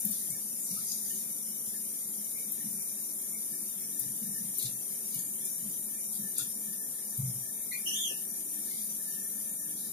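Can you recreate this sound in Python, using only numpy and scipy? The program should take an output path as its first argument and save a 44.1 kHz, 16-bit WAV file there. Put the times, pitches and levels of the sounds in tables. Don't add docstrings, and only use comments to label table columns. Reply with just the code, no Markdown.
import sys
import numpy as np
from scipy import signal
from scipy.fft import irfft
from scipy.io import wavfile
from scipy.ndimage import uniform_filter1d

SR = 44100
rng = np.random.default_rng(int(sys.argv[2]) if len(sys.argv) > 2 else 0)


def dump(signal):
    limited = np.clip(np.atleast_2d(signal).T, -1, 1)
    pcm = np.round(limited * 32767).astype(np.int16)
    wavfile.write(sys.argv[1], SR, pcm)


def to_linear_factor(level_db):
    exponent = np.asarray(level_db, float) / 20
    return 10 ** exponent


N = 437472

# [f/Hz, relative level/dB per Hz]
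AIR_SPECTRUM = [(24, -65), (40, -35.5), (69, -27), (203, -5), (260, -9.5), (302, -12), (485, -16),
                (1490, -26), (2280, -23.5), (2590, -27), (4370, -21), (5750, -9), (7750, -1.5), (9710, 1),
                (15600, -13)]
# [f/Hz, width/Hz, level against the air/dB]
AIR_RESONANCES = [(212, 40, 4), (2360, 120, 4), (3820, 250, 4), (4750, 140, 6), (5230, 110, 8),
                  (5880, 350, 6), (7150, 400, 5), (4180, 220, -5), (4480, 200, -4), (4980, 250, -8),
                  (5390, 220, -12), (6390, 300, -7), (6770, 90, -9), (7800, 560, -22), (9600, 500, 4),
                  (10880, 130, -9), (11700, 1200, 5), (14570, 130, -10)]
# [t/s, level/dB]
HISS_SWELL = [(0.0, 2.5), (0.47, -0.2), (1.19, 1), (1.46, -0.33), (4.4, 0), (7.68, -0.6), (7.98, 1),
              (8.34, -0.7), (8.79, 0.5), (9.92, -1)]
# [f/Hz, rms level/dB]
AIR_FLUTTER = [(1000, 1.2), (2200, 3.2), (5500, 3.2), (8000, 1.5), (15000, 1.5)]
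# [f/Hz, correlation]
LIKENESS = [(60, 0.98), (250, 0.97), (500, 0.48), (1200, 0.11), (4000, 0.45), (9000, 0.05), (12000, 0.3),
            (15000, 0.15)]
# [f/Hz, left minus right level/dB]
BALANCE = [(60, 11.5), (110, -1.5), (200, 0), (380, 4), (700, -0.5), (1290, 1), (2380, 0.5), (4400, 4.5),
           (8120, -2), (15000, 13.5)]
# [f/Hz, width/Hz, level/dB]
RIGHT_DEAD_SPOT = (12630, 350, -18)
# [f/Hz, width/Hz, level/dB]
APPLIANCE_LINES = [(212, 8, -62), (300, 6, -66), (378, 7, -70), (450, 5, -75), (529, 5, -78), (598, 6, -78),
                   (620, 5, -78), (692, 5, -82), (4759, 30, -78), (5873, 30, -72), (7160, 30, -70),
                   (8312, 30, -66), (8839, 30, -65), (8925, 30, -65), (9480, 40, -59), (9668, 50, -58),
                   (10020, 40, -55), (11096, 22, -63), (11337, 25, -60), (11482, 25, -60), (11767, 22, -59),
                   (11906, 25, -58), (12144, 30, -57), (13214, 40, -63)]
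# [t/s, level/dB]
WHISTLE_LEVEL = [(0.0, -72), (0.4, -70), (0.55, -87), (3.4, -82), (3.8, -73), (5.0, -74.5), (5.9, -75.5),
                 (6.8, -66.5), (7.2, -75), (8.2, -66), (8.85, -79), (9.0, -66.5), (9.92, -66.5)]
# [f/Hz, t60/s]
ROOM_DECAY = [(200, 0.029), (2000, 0.19), (6000, 0.16), (14000, 0.048)]
# [f/Hz, relative level/dB, t60/s]
COUNTER_MODES = [(35.8, 29, 0.37), (68.6, -2, 0.32), (114.8, 1, 0.38), (132.1, 2, 0.34), (169.2, 2.5, 0.22),
                 (190, 2, 0.24), (213.2, 6, 0.17), (272, 4, 0.099)]
# [t/s, peak level/dB, f around which it rings/Hz]
COUNTER_THUDS = [(0.055, -33, 213), (0.097, -37, 210), (0.3, -42, 159), (0.714, -38.5, 198),
                 (1.68, -44, 204), (2.649, -37.5, 201), (4.018, -50, 124), (4.067, -46, 130),
                 (4.22, -39.5, 220), (4.274, -38, 204), (4.393, -38.5, 190), (4.453, -42.5, 197),
                 (4.65, -39.5, 126), (5.16, -44, 175), (5.633, -41.5, 197), (6.202, -39, 196),
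                 (6.398, -48.5, 121), (6.676, -47.5, 197), (7.193, -27, 129), (7.237, -32, 129),
                 (7.277, -37, 157), (7.36, -44, 126), (9.514, -47, 207)]
# [t/s, level the decay starts from/dB, f/Hz, t60/s]
PITCHED_BLIPS = [(.2, -58, 1890, 0.12), (0.31, -46, 2200, 0.075), (0.768, -40, 1270, 0.057),
                 (1.095, -49, 3014, 0.16), (1.099, -52, 1780, 0.084), (1.235, -52, 2374, 0.089),
                 (1.739, -49, 1730, 0.068), (1.8, -58, 2160, 0.072), (2.35, -45.5, 2263, 0.22),
                 (2.55, -62, 2350, 0.47), (2.78, -49, 2315, 0.096), (2.599, -48, 1760, 0.053),
                 (3.33, -42.5, 2186, 0.074), (4.36, -52, 1777, 0.11), (4.684, -52, 2760, 0.063),
                 (5.14, -50, 2980, 0.077), (5.406, -50.5, 3400, 0.092), (5.41, -55, 2385, 0.3),
                 (5.71, -54.5, 3310, 0.1), (5.929, -55, 2360, 0.47), (6.391, -35.5, 1440, 0.023),
                 (7.19, -51, 850, 0.054), (8.7, -49.5, 2150, 0.2), (8.113, -27, 390, 0.021)]
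# [t/s, f/Hz, level/dB, octave over the tone/dB]
SKIN_SQUEAKS = [
    [(7.712, 1970, -43, 2), (7.722, 2136, -40.5, -10), (7.735, 2440, -39, -22), (7.752, 2140, -56, -13),
     (7.775, 2430, -52, -16), (7.8, 2360, -63, -12)],
    [(7.85, 3037, -48, -9), (7.862, 3010, -34.5, -12), (7.878, 2934, -42.5, 7), (7.892, 2824, -45.5, 2),
     (7.91, 2930, -45, -12), (7.925, 3040, -39, -1), (7.94, 3125, -40, -3), (7.958, 3350, -37, -1),
     (7.978, 3580, -40.5, -15), (8.0, 3450, -38, -2), (8.02, 3454, -40.5, -2), (8.04, 3235, -39.5, 1),
     (8.06, 3120, -38, -12), (8.08, 3003, -44, 3), (8.11, 2710, -50.5, -6), (8.14, 2780, -64, -14),
     (8.2, 2900, -60, -8)],
]
# [f/Hz, width/Hz, level/dB]
BELLY = (3720, 950, 7)
# [f/Hz, width/Hz, level/dB]
STROKE_SNAP_DIPS = [(3010, 360, -8), (4164, 160, -12), (5460, 190, -12.5), (6250, 170, -10),
                    (7850, 270, -17.5)]
# [loudest t/s, nominal length/s, level/dB, centre f/Hz, spread/octaves]
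BLADE_STROKES = [(0.07, 0.17, -52.5, 4950, 0.4), (0.633, 0.11, -41, 7900, 0.13),
                 (0.735, 0.15, -48.5, 5320, 0.26), (0.82, 0.13, -59, 5400, 0.24),
                 (0.898, 0.13, -41, 6320, 0.36), (1.05, 0.19, -48, 6400, 0.33),
                 (1.16, 0.16, -48.5, 6500, 0.45), (4.02, 0.054, -52, 6500, 0.48),
                 (4.62, 0.12, -40.5, 6540, 0.68), (5.149, 0.11, -45.5, 6460, 0.53),
                 (5.463, 0.063, -60, 6240, 0.53), (6.155, 0.064, -53, 4600, 0.27),
                 (6.39, 0.075, -41, 4600, 0.51), (8.72, 0.21, -52.5, 5430, 0.46),
                 (8.83, 0.13, -60, 5300, 0.27), (9.818, 0.14, -55, 4800, 0.28)]
# [loudest t/s, level/dB, centre f/Hz]
BONE_SNAPS = [(0.052, -25, 12000), (0.112, -29.5, 10800), (0.305, -31, 9270), (0.713, -34, 9630),
              (2.522, -29, 12400), (2.715, -39, 12400), (3.344, -42, 10200), (3.997, -25.5, 11300),
              (4.5745, -36, 13000), (4.586, -26.5, 11300), (4.628, -27, 10000), (5.146, -29.5, 11500),
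              (5.193, -34, 9900), (5.455, -29, 9900), (6.128, -32, 9000), (6.155, -34, 11700),
              (6.384, -24.5, 9000), (6.392, -35, 11500), (6.403, -36, 9000), (7.177, -30, 11650)]
# [f/Hz, level/dB]
USUAL_THRESHOLD = [(800, -16), (1500, -5), (2600, 0), (5300, 1.5), (6800, -4), (7300, -5), (7800, -1),
                   (8300, -6), (13000, -6.5), (15000, -4)]
# [f/Hz, level/dB]
PRESENT_THRESHOLD = [(1200, -30), (1600, -7), (2600, -3), (5400, -2.5), (5800, -5.5), (8200, -6),
                     (8600, -30)]

AIR_DB = -35.5
LEFT_LAG = 3
HALVES = np.array([[.5], [-.5]])
WHISTLE_HZ, WHISTLE_WIDTH_HZ, WHISTLE_FLICKER_DB = 1771, 44, 5
NUDGES, NUDGE_DB, NUDGE_HZ = 10, -47.5, 194
PITCH_WOBBLE, PATCH_SPREAD = 0.024, 0.05
RASP_DB, RASP_WIDTH_SHARE = -6, 0.1
RISE_SHARE, EDGE_DROP_DB = 0.4, -11
DULLING_OCTAVES = 0.031
SNAP_RISE_S, SNAP_FALL_S, SNAP_OCTAVES = 0.0035, 0.0035, 0.4
CRUMBLE_SHARE, CRUMBLE_S = 0.24, 0.056
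SNAP_LEFT_DB, SNAP_LEFT_DB_PER_OCTAVE = 7.5, 15
MASK_CAP_DB = 19
EDGE_HZ = 15420


def evened(x):
    return x / np.sqrt(np.mean(x ** 2) + 1e-20)


def read(points, hz):
    f, value = np.transpose(points)
    return np.interp(np.log(hz + 1), np.log(f + 1), value)


def resonance_db(rows, hz):
    return sum(db / (1 + (2 * (hz - f) / width) ** 2) for f, width, db in rows)


def add(mix, s, sound):
    part = mix[..., max(round(s * SR), 0):][..., :sound.shape[-1]]
    part += sound[..., :part.shape[-1]]


def wander(count, size):
    return evened(uniform_filter1d(uniform_filter1d(rng.standard_normal(count), size), size))


def narrow(width_hz, turns):
    r = np.exp(-np.pi * width_hz / SR)
    drift = rng.standard_normal((2, len(turns))) + 1j * rng.standard_normal((2, len(turns)))
    drift = signal.lfilter([1], np.convolve([1, -r], [1, -r]), drift)
    return evened((drift * np.exp(2j * np.pi * turns)).real)


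def air():
    frames, hz = N // 512 + 5, np.fft.rfftfreq(2048, 1 / SR)
    a, b, c, d, patches = rng.standard_normal((frames, 1025, 5)).T
    patches = evened(uniform_filter1d(uniform_filter1d(patches, size=6, axis=0), size=8, axis=1))
    shape_db = read(AIR_SPECTRUM, hz) + resonance_db(AIR_RESONANCES, hz)
    s, swell_db = np.transpose(HISS_SWELL)
    swell_db = np.interp(np.arange(frames) * 512 / SR, s, swell_db) + 0.47 * wander(frames, size=2)

    same = np.clip(read(LIKENESS, hz), -1, 1)[:, None]
    left = a + 1j * b
    right = same * left + np.sqrt(1 - same ** 2) * (c + 1j * d)
    late = np.exp(-2j * np.pi * hz * LEFT_LAG / SR)[:, None]
    z = np.array([left * late, right])

    ripple_db = 1.3 * np.array([wander(1025, size=2), wander(1025, size=2)])
    side_db = HALVES * read(BALANCE, hz) + ripple_db
    side_db[1] += resonance_db([RIGHT_DEAD_SPOT], hz)
    flutter_db = read(AIR_FLUTTER, hz)[:, None] * patches
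    treble_db = (hz > 1500)[:, None] * swell_db
    z *= to_linear_factor(shape_db[:, None] + flutter_db + treble_db) * to_linear_factor(side_db)[:, :, None]
    sound = signal.istft(z, nperseg=2048, noverlap=1536)[1][:, 1024:N + 1024]
    return to_linear_factor(AIR_DB) * evened(sound)


def hum():
    hz = np.fft.rfftfreq(N, 1 / SR)
    power = sum(to_linear_factor(2 * db) / width / np.square(1 + np.square(2 * (hz - f) / width))
                for f, width, db in APPLIANCE_LINES)
    a, b, c, d = rng.standard_normal((4, len(hz)))
    same = np.clip(read(LIKENESS, hz), -1, 1)
    left = a + 1j * b
    z = np.array([left, same * left + np.sqrt(1 - same ** 2) * (c + 1j * d)])
    z *= to_linear_factor(HALVES * read(BALANCE, hz)) * np.sqrt(power * N * SR / np.pi)
    return irfft(z, N)


def whistle():
    t = np.arange(N) / SR
    tone = narrow(WHISTLE_WIDTH_HZ, WHISTLE_HZ * t)
    level_db = np.interp(t, *np.transpose(WHISTLE_LEVEL)) + WHISTLE_FLICKER_DB * wander(N, size=2500)
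    return to_linear_factor(level_db + np.array([[0.], [5.]])) * tone


def kitchen(x):
    taps = np.zeros((2, SR // 2))
    at = np.arange(200, SR // 2 - 20, 20) + rng.integers(0, 20, (2, (SR // 2 - 201) // 20))
    np.put_along_axis(taps, at, rng.choice([-1., 1.], at.shape), 1)
    hz, t, z = signal.stft(taps, SR, nperseg=256)
    decay = to_linear_factor(-60 * t / read(ROOM_DECAY, hz)[:, None])
    tail = signal.istft(z * decay, SR, nperseg=256)[1]
    return signal.fftconvolve(x, tail / np.linalg.norm(tail[0]), axes=1)[:, :N]


def thuds():
    out, t = np.zeros(N), np.arange(SR // 2) / SR
    nudges = [(when * N / SR, NUDGE_DB + 3.5 * (size - .5), NUDGE_HZ)
              for when, size in rng.random((NUDGES, 2))]
    chance = rng.random((len(COUNTER_THUDS) + NUDGES, len(COUNTER_MODES)))
    for (s, db, centre_hz), luck in zip(COUNTER_THUDS + nudges, chance):
        ring = np.zeros(len(t))
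        for (hz, level_db, t60), detune in zip(COUNTER_MODES, luck):
            mode_db = level_db - 27.0 * abs(np.log2(centre_hz / hz)) - 60 * t / t60
            ring += to_linear_factor(mode_db) * np.sin(2 * np.pi * hz * (.96 + 0.12 * detune) * t)
        ring *= 1 - np.exp(-(t / 0.018) ** 2)
        add(out, s - .015, to_linear_factor(db) * ring / abs(ring).max())
    return out


def pitched_blips():
    out, t = np.zeros(N), np.arange(8000) / SR
    for s, db, hz, t60 in PITCHED_BLIPS:
        turns = np.cumsum(hz * (1 + 0.035 * wander(len(t), size=200))) / SR
        onset = 1 - np.exp(-(t / (.07 * t60)) ** 2)
        add(out, s - .005, to_linear_factor(db - 60 * t / t60) * np.sin(2 * np.pi * turns) * onset)
    return out


def unroll(rows):
    s, *columns = np.transpose(rows)
    t = np.arange(s[0], s[-1], 1 / SR)
    return [t] + [np.interp(t, s, c) for c in columns]


def squeak(rows):
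    t, hz, db, octave_db = unroll(rows)
    tone = 0
    for offset, share_db in ((0, 0), (-1, -5.5), (1, -7.5)):
        rate = 1 + offset * PATCH_SPREAD + PITCH_WOBBLE * wander(len(t), size=120)
        turns = np.cumsum(hz * rate) / SR
        grip = to_linear_factor(share_db + 1.7 * wander(len(t), size=200))
        tone = tone + grip * (np.sin(2 * np.pi * turns) + to_linear_factor(octave_db) * np.sin(4 * np.pi * turns))
    slips = np.cumsum(hz) / SR
    width_hz = RASP_WIDTH_SHARE * hz.mean()
    rasp = narrow(width_hz, slips)[0] + to_linear_factor(octave_db) * narrow(2 * width_hz, 2 * slips)[0]
    tone = tone + to_linear_factor(RASP_DB) * rasp
    return t[0], to_linear_factor(db) * tone * signal.windows.tukey(len(t), .08)


def colour(x, centre_hz, octaves):
    hz, t, z = signal.stft(x, SR, nperseg=256, noverlap=192)
    at = np.minimum((t * SR).astype(int), x.shape[-1] - 1)
    centre_hz, octaves = (np.broadcast_to(c, x.shape[-1:])[at] for c in (centre_hz, octaves))
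    away = np.log2((hz[:, None] + 1) / centre_hz)
    bell = np.exp(-.5 * (away / np.clip(octaves, .15, 2)) ** 2)
    bell *= to_linear_factor(resonance_db([BELLY] + STROKE_SNAP_DIPS, hz[:, None]))
    ripple = uniform_filter1d(rng.standard_normal((len(t), len(hz))), size=60, axis=0)
    ripple = uniform_filter1d(ripple, size=2, axis=1)
    bell *= to_linear_factor(4.0 * evened(ripple).T)
    bell /= np.sqrt((bell ** 2).mean(0))
    return signal.istft(z * bell, SR, nperseg=256, noverlap=192)[1][..., :x.shape[-1]]


def stroke(peak_s, length, db, centre_hz, octaves):
    t = np.arange(-2 * RISE_SHARE * length, 2 * (1 - RISE_SHARE) * length, 1 / SR)
    away = np.where(t < 0, -t / RISE_SHARE, t / (1 - RISE_SHARE)) / length
    sizes_db = 5.0 * np.minimum(rng.exponential(1, len(t)), 5) + 3.5 * wander(len(t), size=160)
    tears = rng.standard_normal((2, len(t))) * evened(to_linear_factor(sizes_db))
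    tears = colour(tears, centre_hz / 2 ** (DULLING_OCTAVES * t / length), octaves)
    return peak_s + t[0], to_linear_factor(db + EDGE_DROP_DB * away ** 1.7) * tears


def snaps():
    out, t = np.zeros((2, N)), np.arange(-512, 3584) / SR
    noise = rng.standard_normal((len(BONE_SNAPS), 2, 4096))
    fall = np.exp(-t / SNAP_FALL_S) + CRUMBLE_SHARE * np.exp(-t / CRUMBLE_S)
    shape = np.where(t < 0, np.exp(t / SNAP_RISE_S), fall / (1 + CRUMBLE_SHARE))
    for (s, db, centre_hz), pair in zip(BONE_SNAPS, noise):
        grit_db = 1.5 * np.minimum(rng.exponential(1, 4096), 4) + 2.0 * wander(4096, size=40)
        burst = colour(pair * evened(to_linear_factor(grit_db)), centre_hz, SNAP_OCTAVES) * shape
        pan_db = SNAP_LEFT_DB + SNAP_LEFT_DB_PER_OCTAVE * np.log2(centre_hz / 10 ** 4)
        add(out, s + t[0], to_linear_factor(db + pan_db * HALVES) * burst)
    return out


def scene():
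    blade, skin = snaps(), np.zeros(N)
    for row in BLADE_STROKES:
        add(blade, *stroke(*row))
    for rows in SKIN_SQUEAKS:
        add(skin, *squeak(rows))
    skin += pitched_blips()
    skin = np.array([np.roll(skin, LEFT_LAG), skin])
    echoes = kitchen(to_linear_factor(-4.0) * blade + skin)
    near = blade + to_linear_factor(-8) * skin
    counter = thuds() * to_linear_factor(np.array([[.6], [-.6]]))
    return near + echoes + counter + whistle() + hum() + air()


def gate(x):
    hz, t, z = signal.stft(x, SR, nperseg=2048)
    power = (abs(z[:, :1024]) ** 2).reshape(2, 256, 4, -1).mean((0, 2)) + 1e-20
    band_db, hz = 10 * np.log10(power), hz[2:1024:4]
    usual_db = uniform_filter1d(np.median(band_db, axis=1), size=13) + read(USUAL_THRESHOLD, hz)
    around_db = 10 * np.log10(abs(uniform_filter1d(power, size=13, axis=0)) + 1e-20)
    around_db = np.minimum(around_db, np.median(around_db, axis=1)[:, None] + MASK_CAP_DB)
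    around_db = around_db + read(PRESENT_THRESHOLD, hz)[:, None]
    muted = (band_db < usual_db[:, None]) | (band_db < around_db)
    z[:, :1024] *= np.repeat(np.where(muted, .01, 1), 4, axis=0)
    return signal.istft(z, SR, nperseg=2048)[1][:, :N]


def low_pass(x):
    return signal.sosfilt(signal.butter(12, 16430, fs=SR, output="sos"), x)


def record(dry):
    edge = signal.firwin(511, EDGE_HZ, window=("kaiser", 9), fs=SR)
    mix = gate(signal.oaconvolve(dry, edge[None], "same"))
    return low_pass(mix)


dry = scene()
out = record(dry)
dump(out)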